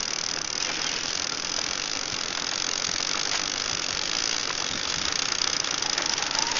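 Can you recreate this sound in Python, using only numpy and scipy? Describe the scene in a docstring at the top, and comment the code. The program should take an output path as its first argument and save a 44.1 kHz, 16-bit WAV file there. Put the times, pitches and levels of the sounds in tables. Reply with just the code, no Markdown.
"""Two sea-ice floes press and slide past each other along a ridge of rubble.
From the start the contact sticks and slips in a harsh chatter: noisy cracks and ringing volleys of ticks.
Under it crushed lumps and grit crackle, pieces crunch off, ice squeaks and a deep rumble builds.
Dull thuds follow from 2.1 s and splintering slabs from 3.4 s, both filtered runs of random fractures.
At 5 s the contact jams into a stutter of hard cracks; a low sine squeal grows and two sharp snaps ring out."""
import sys
import numpy as np
from scipy import signal
from scipy.fft import rfft, irfft, next_fast_len
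from scipy.io import wavfile

SR = 44100
rng = np.random.default_rng(int(sys.argv[2]) if len(sys.argv) > 2 else 0)


def digitize_waveform(pressure):
    """Quantize a signal to 16-bit integers and store it at the path in sys.argv[1].

    Rows of a 2-D input are taken as channels; values are limited to [-1, 1].
    """
    field = np.atleast_2d(pressure).T
    bounded = np.clip(field, -1, 1)
    quanta = np.round(bounded * 32767).astype(np.int16)
    wavfile.write(sys.argv[1], SR, quanta)


N = 290619
TIME = np.arange(N) / SR


def from_db(db):
    """Decibels to a linear gain."""
    return 10 ** (np.asarray(db) / 20)


def rms_one(x):
    """Scale to an rms of 1."""
    return x / np.sqrt(np.mean(x ** 2) + 1e-20)


def in_time(rows):
    """Each column of a curve, interpolated at every sample."""
    time_s, *columns = np.transpose(rows)
    return [np.interp(TIME, time_s, column) for column in columns]


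def add(out, start_s, sound):
    """Mix a short sound in, starting at start_s."""
    i = int(round(start_s * SR))
    part = sound[max(-i, 0):max(N - i, 0)]
    out[max(i, 0):max(i, 0) + len(part)] += part


def coloured(x, spectrum):
    """Shape by a smooth spectrum below 8 kHz, keeping the power of a white input."""
    size = next_fast_len(N + 4096)
    bins_hz = np.fft.rfftfreq(size, 1 / SR)
    hz, db = np.transpose(spectrum)
    gain = from_db(np.interp(np.log(bins_hz + 1), np.log(hz), db))
    gain = rms_one(gain * (bins_hz < 8000))
    return irfft(rfft(x, size) * gain, size)[:N]


def resonance(x, hz, width_hz):
    """Resonance with gain 1 on top, whose centre may move."""
    r = np.exp(-np.pi * width_hz / SR)
    turn = np.exp(2j * np.pi * np.cumsum(np.broadcast_to(hz, N)) / SR)
    # shift the centre down to 0 Hz, smooth, and shift back up
    smooth = signal.lfilter([1 - r], [1, -r], x / turn + 1e-18)
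    return 2 * (smooth * turn).real


def drift(rate):
    """Smooth random wander with rms 1, taking a new target rate times a second."""
    knots = rng.standard_normal(8192)
    return rms_one(np.interp(TIME * rate, np.arange(len(knots)), knots))


def fractures(per_s, spread_db):
    """Random tiny snaps of uneven size and either sign; rms 1."""
    sizes = from_db(spread_db * np.minimum(rng.exponential(1, N), 4))
    signs = rng.choice([-1, 1], N)
    return rms_one(sizes * signs * (rng.random(N) < per_s / SR))


def avalanches(rate, clump_db):
    """A gain that comes in clumps of limited size; rms 1."""
    return rms_one(from_db(clump_db * np.clip(drift(rate), -2, 2)))


# how fast the sliding contact sticks and slips: time_s [s], slip_rate [slips per s]
SLIP_RATE = [(0.0, 41.57), (0.11, 37.01), (0.36, 41.66), (0.42, 32.06), (0.67, 46.82), (0.72, 38.54),
             (1.01, 43.3), (1.11, 39.52), (1.15, 46.41), (1.3, 37.59), (1.54, 43.99), (1.59, 38.31),
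             (1.93, 54.55), (2.06, 42.83), (2.1, 48.77), (2.23, 40.7), (2.33, 45.45), (2.38, 41.25),
             (2.6, 47.23), (2.69, 41.66), (2.78, 49.86), (2.82, 41.8), (3.14, 47.73), (3.21, 53.4),
             (3.25, 48.87), (3.66, 49.39), (3.7, 61.82), (3.78, 41.12), (3.91, 48.18), (3.99, 45.39),
             (4.19, 57.85), (4.3, 52.94), (4.33, 66.9), (4.36, 44.66), (4.4, 76.98), (4.43, 39.06),
             (4.51, 61.53), (4.55, 35.94), (4.64, 50.36), (4.69, 40.41), (4.81, 55.39), (4.9, 37.61),
             (4.94, 57.93), (5.02, 21.73)]
# pressure on the contact, as slip strength before scatter and layer gains: time_s [s], level_db [dB]
LOAD = [(0.0, -21.5), (0.31, -21), (0.36, -21.5), (0.53, -21), (0.58, -21), (0.63, -18.5), (0.67, -24),
        (0.77, -27), (0.81, -20.5), (1.01, -25.5), (1.15, -20), (1.44, -22.5), (1.59, -19), (1.68, -22.5),
        (1.713, -19.5), (1.76, -22.5), (2.38, -22.5), (2.69, -19.5), (2.78, -21), (2.82, -19.5),
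        (4.08, -22), (4.12, -20), (4.3, -19), (4.48, -23), (4.51, -23.5), (4.6, -21.5), (4.64, -21.5),
        (4.74, -23.5), (4.78, -24), (4.81, -25), (4.94, -21), (5.02, -20.5)]
# how the edge is caught: time_s [s], ringing [share of a slip, 0-1], wide_chance [chance of wide pair, 0-1]
EDGE = [(0, 0.54, .1), (.12, 0.6, 0), (.5, 0.52, 0), (.62, 0.7, 0), (.72, 0.1, .1), (.85, 0.5, 0),
        (1.0, 0.2, 0), (1.43, 0.42, 0), (1.55, 0.8, 0), (1.77, 0.28, 0), (1.9, 0.28, 0), (2.17, 0.36, 0),
        (2.27, 0.07, 0), (2.6, 0.43, .45), (3.0, 0.49, .25), (3.55, 0.3, .05), (3.8, 0.4, .2),
        (3.97, 0, .8), (4.1, 0, .1), (4.28, 0.52, 0), (4.45, 0.2, .4), (4.62, 0.46, .1), (4.78, 0, .9),
        (4.9, 0.35, .2), (5.02, 0.5, .1)]
# single hard cracks of the jam, before layer gains:
# start_s [s], level_db [dB], lower_hz [Hz], upper_hz [Hz], ringing [share, 0-1]
CRACKS = [(5.0541, -17.5, 4920, 5980, 0.7), (5.0844, -18.5, 5000, 5930, 0.4),
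          (5.125, -18.5, 4880, 6020, 0.4), (5.158, -17, 4620, 6380, 0.7), (5.193, -18, 4700, 6240, 0.6),
          (5.222, -18.5, 4580, 6600, 0.4), (5.2563, -19, 4650, 6370, 0.5), (5.2868, -19.5, 4580, 6500, 0.6),
          (5.3221, -17, 4920, 6130, 0.7), (5.3523, -19.5, 4500, 6440, 0.6), (5.386, -19, 4520, 6400, 0.5),
          (5.418, -16.0, 4870, 6000, 0.8), (5.4425, -18, 4990, 6020, 0.5), (5.4762, -18.5, 5060, 6050, 1),
          (5.5004, -19.5, 4900, 5960.0, 0.6), (5.532, -18.5, 4870, 6230, 0.8),
          (5.5678, -17.5, 4970, 6030.0, 1), (5.6016, -17, 4970, 6120, 0.85),
          (5.6444, -20.5, 4970, 6000, 0.3), (5.6737, -23.5, 4930, 6070.0, 0.1),
          (5.71, -19.5, 4980, 6030, 0.92), (5.7428, -20, 5000, 6000, 0.3), (5.7811, -19, 5070, 6030, 0.5),
          (5.825, -17.5, 4810, 6070, 0.6), (5.862, -19, 4970, 6030, 0.65), (5.898, -17.0, 5000, 5960, 0.5),
          (5.9318, -17, 5020, 6060, 0.9), (5.9801, -15.5, 5060, 6090.0, 0.6), (6.022, -19, 4950, 5940, 0.3),
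          (6.0604, -15.5, 5020.0, 6000, 0.7), (6.0967, -17, 5000, 5960, 0.9),
          (6.137, -18, 5060, 5940.0, 0.6), (6.18, -19.5, 4950.0, 5940, 0.5), (6.2257, -19, 4580, 6500, 0.3),
          (6.2666, -22, 4370.0, 5900, 0.2), (6.3118, -18.5, 4676, 6400, 0.3),
          (6.3516, -18, 4980, 5960, 0.4), (6.3888, -15, 4950, 6040, 1), (6.424, -15.5, 4880, 6100, 0.6),
          (6.4697, -20, 4600, 6120, 0.5), (6.517, -19, 4630.0, 6550, 0.4), (6.569, -18, 4650, 6400, 0.3)]
FIRST_SLIP_S, JAM_S = .0059, 5.03
# the edge rings around one of two pairs of notes, by where it is caught: (lower, upper)
CLOSE_PAIR_HZ, WIDE_PAIR_HZ = (5004, 6040), (4590, 6500)


def slip_train(jitter_s, scatter_db, pitch_scatter, stray_scatter):
    """Rows (s, dB, lower Hz, upper Hz, ring share): a chatter as strong as the load, then the jam's cracks."""
    (per_s,), (load_db,), (ringing, wide) = in_time(SLIP_RATE), in_time(LOAD), in_time(EDGE)
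    # a slip falls wherever the running count passes a whole number
    turns = np.cumsum(per_s * (TIME > FIRST_SLIP_S)) / SR
    at = np.flatnonzero((np.diff(np.ceil(turns), prepend=0) > 0) & (TIME < JAM_S))
    chance = rng.standard_normal((len(at), 4))
    is_wide = rng.random(len(at)) < wide[at]
    notes_hz = np.where(is_wide[:, None], WIDE_PAIR_HZ, CLOSE_PAIR_HZ)
    notes_hz = notes_hz * (1 + pitch_scatter * chance[:, 2:])
    # where the edge is caught unsteadily, both notes shift from slip to slip
    stray = 1 + stray_scatter * wide[at] * rng.standard_normal(len(at))
    notes_hz = notes_hz * stray[:, None]
    start_s = TIME[at] + jitter_s * chance[:, 0]
    level_db = load_db[at] + scatter_db * chance[:, 1]
    return np.vstack([np.c_[start_s, level_db, notes_hz, ringing[at]], CRACKS])


def stick_slip(slips, length_s, length_spread, lag_s, memory, snap_db, front_db, tail_db, tail_s):
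    """Each slip is a snap and a few milliseconds of micro-fractures, trailed by scatter from the rubble."""
    out, pattern = np.zeros(N), 0
    t = (np.arange(2048) - 512) / SR
    memory = np.clip(memory, 0, .8)
    bright = signal.butter(2, [4400, 6400], "band", fs=SR)
    for start_s, level_db, _, _, ringing in slips:
        # the same rough spots break much as they did one slip before
        pattern = memory * pattern + np.sqrt(1 - memory ** 2) * rng.standard_normal(len(t))
        half = length_s / 2 * np.exp(length_spread * rng.standard_normal())
        shape = np.exp(-(t / half) ** 6)
        # brittle fracture spreads its energy widely over pitch, most of it at the start
        spectrum = rfft(shape * pattern)
        evened = irfft(spectrum / (np.abs(spectrum) + 1e-9) ** .6)
        burst = shape * from_db(-front_db * np.clip(t / half, -1, 1)) * evened
        # the first bond to give way adds a snap
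        snap = from_db(snap_db) * np.linalg.norm(burst) * rng.standard_normal()
        burst[np.searchsorted(t, -half / 2)] += snap
        # the load sets the energy of the crack in the bright band, less what goes into ringing
        burst *= np.sqrt(1 - np.clip(ringing, 0, .75)) / np.std(signal.lfilter(*bright, burst))
        tail = rms_one((t > 0) * np.exp(-np.abs(t) / tail_s) * rng.standard_normal(len(t)))
        add(out, start_s + t[0] + lag_s, from_db(level_db) * (burst + from_db(tail_db) * tail))
    return out


def recoil(slips, kick_db, hz, width_hz):
    """As the contact lets go, the slab springs back with one even kick through a broad resonance."""
    out = np.zeros(N)
    for start_s, level_db in slips[:, :2]:
        add(out, start_s, from_db([level_db + kick_db]))
    return resonance(out, hz, width_hz)


# how deep the edge bites into the other floe: time_s [s], depth [0-1]
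BITE = [(0, 0.1), (.55, 0.35), (1.0, 0.17), (1.6, 0.6), (2.15, 0.57), (2.65, 0.81), (3.95, 0.69),
        (4.25, 0.6), (4.7, .95), (4.9, 1), (5.5, 1), (6.3, 0.75), (6.59, 0.1)]
# resonances of the floe, around which the pitch wanders:
# centre_hz [Hz], width_hz [Hz], shallow_lift_db [dB], deep_lift_db [dB]
ICE_MODES = [(1327, 120, 0, 9), (1795, 66, -11, 9.5), (2266, 77, 7, 9.5), (2760, 100, 9, 8),
             (3403, 130, 3.5, 11.5), (3800, 120, -5.5, 10.5), (4570, 470, 6, 6.5), (5460, 850, 5.5, -13),
             (6420, 160, -1, 3.5)]
# tone of the slips, relative: pitch_hz [Hz], level_db [dB per Hz]
SLIP_COLOUR = [(100, -20.5), (600, -5.5), (1000, -7.5), (1500, -1), (2000, -4), (3000, -4), (4100, -2),
               (5400, 3.5), (6500, 2), (7000, -7.5)]


def ice_body(x, kicks, wander):
    """The ice rings briefly at its modes; the depth of the bite shifts their balance."""
    depth, = in_time(BITE)
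    x = coloured(x, SLIP_COLOUR)
    out = x.copy()
    # the contact point shifts, and with it the pitch of each mode
    for hz, width_hz, shallow_db, deep_db in ICE_MODES:
        lift_db = shallow_db + depth * (deep_db - shallow_db)
        moving_hz = hz * (1 + wander * drift(20))
        out += (from_db(lift_db) - 1) * resonance(x + kicks, moving_hz, width_hz)
    return out


# typical full-strength part of a volley, its fade, and the rise time of a tick
RING_HOLD_S, RING_FADE_S, TICK_S = 0.0034, .001, 0.00031
HOLD_SPREAD = .25   # log spread of the hold from volley to volley


def edge_ring(slips, lead_s, uneven_db, stumble):
    """Each slip is a volley of sharp ticks up to about 1 ms apart; their spacing gives the edge's two notes."""
    out, t = np.zeros(N), np.arange(1024) / SR
    for start_s, level_db, lower_hz, upper_hz, ringing in slips:
        # ticks repeat at the difference between the two notes
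        starts = np.arange(12)[:, None] / (upper_hz - lower_hz)
        size, slant = rng.standard_normal((2,) + starts.shape)
        hold_s = RING_HOLD_S * np.exp(HOLD_SPREAD * rng.standard_normal())
        fade = np.exp(-np.maximum(starts - hold_s, 0) / RING_FADE_S)
        strength = from_db(uneven_db * size) * fade
        age = np.maximum(t - starts, 0)
        # each tick oscillates midway between the notes, in step with the lower one
        turns = (lower_hz + upper_hz) / 2 * age + lower_hz * starts
        turns = turns + stumble * slant + rng.random()
        ticks = strength * age * np.exp(-age / TICK_S) * np.sin(2 * np.pi * turns)
        volley = rms_one(np.sum(ticks, axis=0))
        add(out, start_s - lead_s, from_db(level_db) * np.sqrt(np.clip(ringing, 0, 1)) * volley)
    return out


# the edge breaks clean in one blow: peak_s [s], peak_db [dB, of the envelope]
SNAPS = [(6.2243, -7), (6.3104, -11)]
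SNAP_HZ, SNAP_S = 4900, .00009   # pitch and rise time


def snaps():
    """A clean break is a single hard tick: a sine under a fast rise and decay."""
    out, t = np.zeros(N), np.arange(256) / SR
    for peak_s, peak_db in SNAPS:
        envelope = from_db(peak_db) * t / SNAP_S * np.exp(1 - t / SNAP_S)
        add(out, peak_s - SNAP_S, envelope * np.sin(2 * np.pi * SNAP_HZ * t))
    return out


# a rubbing edge groans, then binds into a clear, wavering squeal; flutter is added to pitch and level:
# time_s [s], pitch_hz [Hz], level_db [dB], roughness [0-1]
SQUEAL = [(5.72, 840, -56, 1), (5.86, 841, -41.5, 0.77), (5.99, 865, -46, .75), (6.13, 867, -40, .75),
          (6.26, 872, -43, .8), (6.36, 895, -39, 0.6), (6.41, 871, -34, 0.42), (6.432, 950, -36, 0.36),
          (6.47, 917, -36.5, 0.32), (6.495, 951, -37, 0.3), (6.55, 910, -36, 0.4), (6.59, 880, -42, 0.81)]


def squeal(waver, rough_db):
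    """A tone that flutters in pitch and level while the edge rubs loosely and clears as it binds."""
    hz, level_db, rough = in_time(SQUEAL)
    phase = 2 * np.pi * np.cumsum(hz * (1 + waver * rough * drift(220))) / SR
    level = from_db(level_db + rough_db * rough * drift(120))
    return (TIME > SQUEAL[0][0]) * level * np.sqrt(2) * np.sin(phase)


# short squeaks of ice on ice, before waver: start_s [s], level_db [dB], length_s [s], start_hz [Hz], end_hz [Hz]
SQUEAKS = [(.6, -36, 0.019, 2610, 2440), (0.641, -40, 0.019, 2850, 2790), (0.679, -37, .022, 2450, 2320),
           (0.739, -39, .026, 2470, 2400), (0.856, -34, 0.025, 3250, 3100), (0.886, -44, .035, 2920, 2740),
           (.928, -41, 0.02, 3060, 3170), (.956, -37, .015, 4450, 4440), (1.316, -37, 0.025, 1370, 1345),
           (3.144, -28, 0.0052, 1310, 1260), (4.731, -34, 0.011, 3700, 3550),
           (5.672, -32, 0.0054, 3470, 3420), (6.417, -39, .022, 1230, 1210)]


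def squeaks(rows, waver):
    """Smooth faces rub with a brief, wavering tone that glides as the pressure changes."""
    out, wobble = np.zeros(N), drift(300)
    for start_s, level_db, length_s, start_hz, end_hz in rows:
        progress = np.linspace(0, 1, int(length_s * SR) + 8)
        wavering = 1 + waver * wobble[int(start_s * SR):][:len(progress)]
        pitch_hz = (start_hz + progress * (end_hz - start_hz)) * wavering
        swell = np.sqrt(progress * (1 - progress))
        tone = np.sin(2 * np.pi * np.cumsum(pitch_hz) / SR) * swell
        add(out, start_s, from_db(level_db) * rms_one(tone))
    return out


TWITTER_FROM_S, TWITTER_TO_S, TWITTER_DB, TWITTER_S = .66, 1.03, -43.5, .005
TWITTER_HZ = (1400, 3480)   # range of starting pitches


def twitter(count):
    """A smooth patch rasps: rows of tiny squeaks at random pitches that sag slightly."""
    when, pitch, glide = rng.random((count, 3)).T
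    start_hz = TWITTER_HZ[0] + pitch * (TWITTER_HZ[1] - TWITTER_HZ[0])
    end_hz = start_hz * (1 - 0.034 * glide)
    start_s = TWITTER_FROM_S + (np.arange(count) + when) / count * (TWITTER_TO_S - TWITTER_FROM_S)
    return [(s, TWITTER_DB, TWITTER_S, a, b) for s, a, b in zip(start_s, start_hz, end_hz)]


# both break tables: level_db sets the energy as if packed into length_s; the fade follows
# pieces breaking off: start_s [s], level_db [dB], length_s [s], centre_hz [Hz]
CRUNCHES = [(.372, -25.5, 0.0025, 880), (.604, -33.5, 0.021, 2220), (.69, -32, 0.017, 1000),
            (1.582, -28.5, 0.0077, 1090), (2.374, -26, 0.0058, 950), (2.52, -32, 0.011, 1100),
            (2.845, -20.5, 0.0075, 5300), (3.0, -28.5, 0.0062, 800), (3.149, -34, 0.032, 1140),
            (3.315, -29.5, 0.053, 1430), (3.318, -24.5, 0.053, 4970), (4.504, -22.5, 0.0035, 940),
            (4.618, -31, 0.0079, 880), (5.47, -27.5, 0.0069, 1290), (6.55, -29, 0.038, 3040)]
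# dull thuds of the floes: start_s [s], level_db [dB], length_s [s], centre_hz [Hz]
THUDS = [(2.118, -33, 0.01, 115), (2.875, -41, 0.029, 90), (3.72, -40, 0.029, 66), (3.9, -42, 0.036, 62),
         (4.7, -43, 0.036, 111), (4.745, -36.5, 0.015, 155), (4.96, -41, 0.12, 110)]


def breaks(rows, relative_width, fade_s, clump_db=0):
    """A piece gives way in a band-filtered run of fractures; each has its own length and pitch."""
    out = np.zeros(N)
    grains = fractures(per_s=3700, spread_db=-5.0) * avalanches(300, clump_db)
    for start_s, level_db, length_s, hz in rows:
        t = np.arange(int((length_s + 5 * fade_s) * SR)) / SR
        run = grains.take(int(start_s * SR) + np.arange(len(t)), mode="wrap")
        run = run * np.exp(-np.maximum(t - length_s, 0) / fade_s)
        edges = np.clip([hz / (1 + relative_width), hz * (1 + relative_width)], 20, SR * .45)
        band = signal.butter(2, edges, "band", fs=SR, output="sos")
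        sound = rms_one(signal.sosfilt(band, run))
        add(out, start_s, from_db(level_db) * sound * np.sqrt(length_s / t[-1]))
    return out


def sticking(slips, hush_db):
    """Grit is crushed just after each slip and falls quiet as the contact sticks again; rms 1."""
    times = np.sort(slips[:, 0])
    stuck = np.interp(TIME, times, np.arange(len(times))) % 1
    return rms_one(from_db(-hush_db * stuck ** 2))


# fine grit crushed in the contact, before its flow and gain: time_s [s], level_db [dB]
GRIT = [(0, -36.5), (.52, -38), (.7, -31), (.97, -30.5), (1.25, -34.5), (2.5, -33.5), (3.05, -34.5),
        (3.2, -33), (3.75, -33.5), (4.4, -32.5), (5.15, -31), (5.5, -32.5), (6.59, -30.5)]
# coarse lumps crushed in the ridge: time_s [s], level_db [dB]
LUMPS = [(0, -38.5), (.55, -38), (.7, -36.5), (2.0, -38), (3.3, -37), (4.25, -38), (5.1, -38),
         (6.59, -36.5)]
# tones of grit, lumps and slabs, relative: pitch_hz [Hz], level_db [dB per Hz]
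GRIT_COLOUR = [(600, -27), (1700, -6), (2500, -0.5), (3000, 3), (3500, 3), (4300, -1.5), (5100, 5),
               (5500, 4), (5900, 5.5), (6300, -3), (7000, -3.5)]
LUMP_COLOUR = [(100, -15), (215, -6.5), (275, 1.5), (320, 1.5), (380, -2.5), (520, -0.5), (660, -5.5),
               (850, -1.5), (1030, -5), (1350, -1), (1900, -5), (2600, -9), (5000, -32)]
SLAB_COLOUR = [(300, -13), (480, -3), (950, -3), (1250, 2), (1900, 0.5), (2400, -3), (3500, -9.5)]
SLAB_DB, SLAB_FROM_S = -35, 3.43   # level reached at the very end, and where the slabs start


def rubble(grit_flow, grit_gain_db, lump_clump_db, grit_clump_db, slab_clump_db):
    """Lumps, grit and, ever harder towards the end, trapped slabs are crushed in little avalanches."""
    (grit_db,), (lumps_db,) = in_time(GRIT), in_time(LUMPS)
    squeeze = np.interp(TIME, [SLAB_FROM_S, TIME[-1]], [0, 1])
    lumps = coloured(fractures(per_s=3500, spread_db=0.5) * avalanches(110, lump_clump_db), LUMP_COLOUR)
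    grit = coloured(fractures(per_s=7000, spread_db=3.5) * avalanches(250, grit_clump_db), GRIT_COLOUR)
    slabs = coloured(fractures(per_s=2500, spread_db=-0.5) * avalanches(120, slab_clump_db), SLAB_COLOUR)
    crush = from_db(lumps_db) * lumps
    crush += from_db(grit_db + grit_gain_db) * grit_flow * grit
    return crush + from_db(SLAB_DB) * squeeze * slabs


# tone of the deep rumble, relative: pitch_hz [Hz], level_db [dB per Hz]
RUMBLE_COLOUR = [(15, 12.5), (40, -10), (72, 2.5), (110, -1), (175, 4), (230, -3.5), (500, -27),
                 (2000, -62)]
RUMBLE_START_DB, RUMBLE_FULL_DB, RUMBLE_BUILD_S = -47.5, -46, 4.9


def deep_rumble():
    """Low shaped noise that builds slightly as the floes get moving."""
    level_db = np.interp(TIME, [0, RUMBLE_BUILD_S], [RUMBLE_START_DB, RUMBLE_FULL_DB])
    return from_db(level_db) * coloured(rng.standard_normal(N), RUMBLE_COLOUR)


SLIP_CRACK_DB, SLIP_RING_DB = -24.5, -9.5   # gains of the broad crack and of the ring of the edge


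def scene():
    """Mix the grinding contact, its rubble, the rubbing tones and the rumble to mono."""
    slips = slip_train(jitter_s=.0002, scatter_db=.5, pitch_scatter=0.004, stray_scatter=0.031)
    cracks = stick_slip(slips, length_s=0.00471, length_spread=.12, lag_s=.0004, memory=0.51,
                        snap_db=-15, front_db=1.0, tail_db=-6.0, tail_s=0.005)
    kicks = recoil(slips, kick_db=42, hz=2930, width_hz=900)
    ring = edge_ring(slips, lead_s=.002, uneven_db=1.5, stumble=0.024)
    contact = from_db(SLIP_CRACK_DB) * ice_body(cracks, kicks, wander=0.02)
    contact += from_db(SLIP_RING_DB) * ring + snaps()
    rubbing = squeaks(SQUEAKS + twitter(count=190), waver=0.009) + squeal(waver=0.08, rough_db=4.4)
    pieces = breaks(CRUNCHES, relative_width=1.41, fade_s=0.0019, clump_db=1.5)
    pieces += breaks(THUDS, relative_width=1.06, fade_s=0.017)
    crush = rubble(sticking(slips, hush_db=6.0), grit_gain_db=-3.0,
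                   lump_clump_db=1.5, grit_clump_db=4.0, slab_clump_db=5.0)
    return (contact + rubbing + pieces + crush + deep_rumble())[None]


CUTOFF_HZ = 6800


def record(dry):
    """A steep low-pass cuts the top."""
    low_pass = signal.ellip(8, .3, 66, CUTOFF_HZ, fs=SR, output="sos")
    return signal.sosfilt(low_pass, dry)


dry = scene()
out = record(dry)
digitize_waveform(out)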